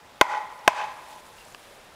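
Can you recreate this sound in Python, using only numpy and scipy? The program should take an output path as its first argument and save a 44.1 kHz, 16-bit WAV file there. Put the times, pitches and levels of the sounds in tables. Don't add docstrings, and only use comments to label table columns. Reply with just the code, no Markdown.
import sys
import numpy as np
from scipy import signal
from scipy.io import wavfile

SR = 44100
rng = np.random.default_rng(int(sys.argv[2]) if len(sys.argv) > 2 else 0)


def bounce(signal):
    frames = np.transpose(np.atleast_2d(signal))
    limited = np.clip(frames, -1, 1)
    pcm = np.round(limited * 32767).astype(np.int16)
    wavfile.write(sys.argv[1], SR, pcm)


def makeup_ratio(level_db):
    decades = np.asarray(level_db, float) / 20
    return 10 ** decades


N = 85995
LEAD = SR // 2


def in_time(rows, count=N):
    return np.interp(np.arange(count) / SR, *np.transpose(rows))


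def at_hz(points, hz):
    points = np.array(points)
    return np.interp(np.log(hz), np.log(points[:, 0]), points[:, 1])


def rms_one(x):
    return x / np.sqrt(np.mean(x ** 2) + 1e-20)


def drift(rate_hz, count=N):
    pole = np.exp(-80 * np.pi * rate_hz / SR)
    chance = rng.standard_normal(count // 40 + 2002)
    slow = signal.lfilter([1], [1, -2 * pole, pole * pole], chance)[2000:]
    return np.interp(np.arange(count) / 40, np.arange(len(slow)), rms_one(slow))


def ring(clicks, hz, t60_s):
    pole, turn = makeup_ratio(-60 / (t60_s * SR)), 2 * np.pi * hz / SR
    return signal.lfilter([0, np.sin(turn)], [1, -2 * pole * np.cos(turn), pole * pole], clicks + 1e-18)


def band_pass(x, order, low_hz, high_hz):
    return signal.sosfilt(signal.butter(order, [low_hz, high_hz], "band", fs=SR, output="sos"), x)


def bands(source, gain_db):
    edges = 22 * 2 ** np.arange(0, 9.6, .5)
    total = 0
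    for k, (low, high) in enumerate(zip(edges, edges[1:])):
        gain = makeup_ratio(gain_db(np.sqrt(low * high)))
        total = total + gain * band_pass(source[k % 2], 2, low, high)
    return total


# start_s, level_db, rebound_after_s, rebound_db
BLOWS = [
    (-.26, -13, 0.0028, -10),
    (0.2114, 2.5, 0.0024, -10.5),
    (0.677, 4, 0.00144, -20),
]
GLANCING = [0, 0, 1]
# pitch_hz, t60_s, centred_db, glancing_db, extra_towards_trees_db
WOOD = [(294, 0.014, -4, -14, -3), (642, 0.025, -6, -5.5, -4.5), (717.5, 0.014, -2, -0.5, -11.5),
        (845.5, 0.066, -13.5, -18.5, 6.5), (1021, 0.043, -6.5, -9, 4), (1020, 0.0045, 6.5, 5, 0.5),
        (1482, 0.013, 1.5, -2, -2.5), (1593, 0.01, -4, 0.5, -2.5), (1927, 0.021, -12, -19, 9),
        (2106, 0.011, -3, -8.5, 1.5), (2565, 0.013, -10, -6, 2), (3053, 0.004, -4.5, -2.5, 0.5),
        (3623, 0.0086, -6, -12.5, -21), (5800, 0.0071, -13.5, -14, -11)]
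LONG_MODES = (3, 4)


def blows():
    touch_lead_s, touch_db, contact_hz = .0004, -29.5, 6000
    crack_db, crack_t60_s, crack_hz = -14.5, 0.019, 4630
    thud_db, thud_hz, thud_t60_s = -25, 158, .025
    far_ring, far_snap_db = 1.2, 10.5
    out = np.zeros((3, N + LEAD + SR))
    t = np.arange(SR // 4) / SR
    soft = signal.butter(2, contact_hz, fs=SR)
    for (start_s, level_db, rebound_s, rebound_db), kind in zip(BLOWS, GLANCING):
        once = signal.lfilter(*soft, t == 0)
        click = np.zeros(len(t))
        click[0] = makeup_ratio(touch_db)
        click[int(touch_lead_s * SR)] = 1
        click[int(rebound_s * SR)] = makeup_ratio(rebound_db)
        click = signal.lfilter(*soft, click)

        body = np.zeros((3, len(t)))
        for k, mode in enumerate(WOOD):
            hz, t60_s, mode_db, trees_db = mode[0], mode[1], mode[2 + kind], mode[4]
            sign = (-1) ** k
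            body[0] += sign * makeup_ratio(mode_db) * ring(click, hz, t60_s)
            far = ring(once, hz, far_ring * t60_s)
            body[1 + (k in LONG_MODES)] += sign * makeup_ratio(mode_db + trees_db) * far
        crack = band_pass(rng.standard_normal(len(t)), 1, crack_hz * .5, crack_hz * 2)
        crack_rise = np.minimum(t / .0006, 1)
        body[0] += crack * crack_rise * makeup_ratio(crack_db - 60 * t / crack_t60_s)
        body[0] += makeup_ratio(thud_db) * ring(click, thud_hz, thud_t60_s)
        body[1] += makeup_ratio(far_snap_db) * once

        i = int(start_s * SR) + LEAD
        out[:, i:i + len(t)] += makeup_ratio(level_db) * body
    low_cut = signal.butter(2, 173, "high", fs=SR, output="sos")
    return signal.sosfilt(low_cut, out[:, :N + LEAD])


# after_blow_s, level_db
SCATTER = [(.005, -37), (.04, -46), (.09, -40), (.125, -35.5), (.16, -40), (.25, -46), (.34, -51.5),
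           (.46, -55), (.62, -70), (.9, -72)]
# pitch_hz, level_db
SCATTER_TONE = [(200, -25.5), (500, -6), (900, 3), (1500, -1), (3000, -2.5), (6000, 0.5), (12000, -3.5)]
# after_blow_s, level_db
RING_SCATTER = [(.005, -41), (.05, -41.5), (.1, -36), (.135, -38.5), (.2, -41), (.29, -46.5), (.345, -52),
                (.44, -49.5), (.62, -59.5)]
# delay_s, level_db
ECHOES = [
    (.1255, -19),
    (.1385, -25),
    (.054, -28),
]


def trunks(near, short, long):
    scatter_db, lump_db, loss_db_per_s_khz, ring_fade_db_per_s = -14.5, 1.5, 4.5, 60
    t = np.arange(SR) / SR
    lumps = drift(30, count=SR)

    def colour_db(hz):
        return at_hz(SCATTER_TONE, hz) - loss_db_per_s_khz * t * hz / 1000

    cloud = bands(rng.standard_normal((2, SR)), colour_db)
    cloud = makeup_ratio(scatter_db + lump_db * lumps) * cloud * (t > .004)
    short_path = cloud * makeup_ratio(in_time(SCATTER + [(1, -90)], count=SR))
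    end_s, end_db = RING_SCATTER[-1]
    last_point = (0.91, end_db - ring_fade_db_per_s * (1 - end_s))
    long_path = cloud * makeup_ratio(in_time(RING_SCATTER + [last_point], count=SR))

    echo_path = np.zeros(SR)
    for delay_s, level_db in ECHOES:
        echo_path[int(delay_s * SR)] = makeup_ratio(level_db)
    echo_path = signal.lfilter(*signal.butter(2, [600, 1600], "band", fs=SR), echo_path)
    paths = (near, echo_path), (short, short_path), (long, long_path)
    return sum(signal.fftconvolve(x, path)[:len(x)] for x, path in paths)


# pitch_hz, level_db
AIR = [(25, -4), (130, -6), (330, -6.5), (650, -0.5), (1300, -6), (3500, -13.5), (9000, -23.5),
       (16000, -28.5)]


def air():
    together = drift(0.83)

    def level_db(hz):
        return at_hz(AIR, hz) + .5 * together + 1.04 * drift(11.8)

    return makeup_ratio(-51) * rms_one(bands(rng.standard_normal((2, N)), level_db))


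# start_s, peak_db, pitch_hz, t60_s
TICKS = [
    (.158, -51, 3500, .01),
    (.37, -45, 9000, .006),
    (0.592, -46, 5500, 0.024),
    (1.086, -47, 7900, 0.0095),
    (1.184, -38.5, 3400, .006),
    (1.452, -38.5, 7600, 0.0055),
    (1.484, -42, 1200, 0.024),
    (1.524, -39, 7000, 0.0064),
    (1.385, -42, 2750, 0.032),
    (1.407, -44, 2780, 0.069),
]
# pitch_hz, t60_s, level_db
TAP = [(1200, 0.017, 1), (1670, 0.012, 0.5), (2750, .005, 7.5), (4530, 0.0035, 0.5)]


def ticks():
    tap_s, tap_db = 1.5474, -33
    tap = [(tap_s, tap_db + level_db, hz, t60_s) for hz, t60_s, level_db in TAP]
    out = np.zeros(N)
    for start_s, peak_db, hz, t60_s in TICKS + tap:
        click = np.zeros(SR // 8)
        click[0] = -makeup_ratio(peak_db)
        thin = signal.butter(1, hz / 2, "high", fs=SR)
        i = int(start_s * SR)
        out[i:i + len(click)] += signal.lfilter(*thin, ring(click, hz, t60_s))
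    return out


# time_s, level_db
RUSTLE = [(0, -106), (.5, -61), (.9, -62.5), (1.1, -55), (1.25, -59), (1.42, -56.5), (1.55, -58),
          (1.75, -60.5), (1.95, -66)]
# pitch_hz, level_db
CLOTH = [(700, 1), (1400, -7.5), (3000, 3.5), (6000, -2), (9000, -0.5), (13000, -10), (16000, -14)]


def jacket():
    struck = rng.random((2, N)) < 4000 / SR
    strength = makeup_ratio(1.9 * np.minimum(rng.exponential(1, (2, N)), 5))
    grains = struck * strength * rng.choice([-1, 1], (2, N))

    def colour_db(hz):
        return at_hz(CLOTH, hz) - 30 * (hz < 600) + 1.3 * drift(28)

    clumps_db = 1.3 * drift(20)
    return makeup_ratio(in_time(RUSTLE) + clumps_db) * rms_one(bands(grains, colour_db))


def scene():
    near, short, long = blows()
    struck = (near + trunks(near, short, long))[LEAD:]
    return (struck + air() + ticks() + jacket())[None]


def top_cut(x):
    return signal.sosfilt(signal.butter(12, 16820, fs=SR, output="sos"), x)


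def record(dry):
    clip_top, clip_hard = .7, 8.0
    mic_top = signal.cheby2(12, 40, 16100, fs=SR, output="sos")
    dry = signal.sosfilt(mic_top, dry)
    flat = dry / (1 + np.abs(dry / clip_top) ** clip_hard) ** (1 / clip_hard)
    trim = signal.cheby2(10, 50, 17000, fs=SR, output="sos")
    mix = signal.sosfilt(trim, flat)
    return top_cut(mix)


dry = scene()
out = record(dry)
bounce(out)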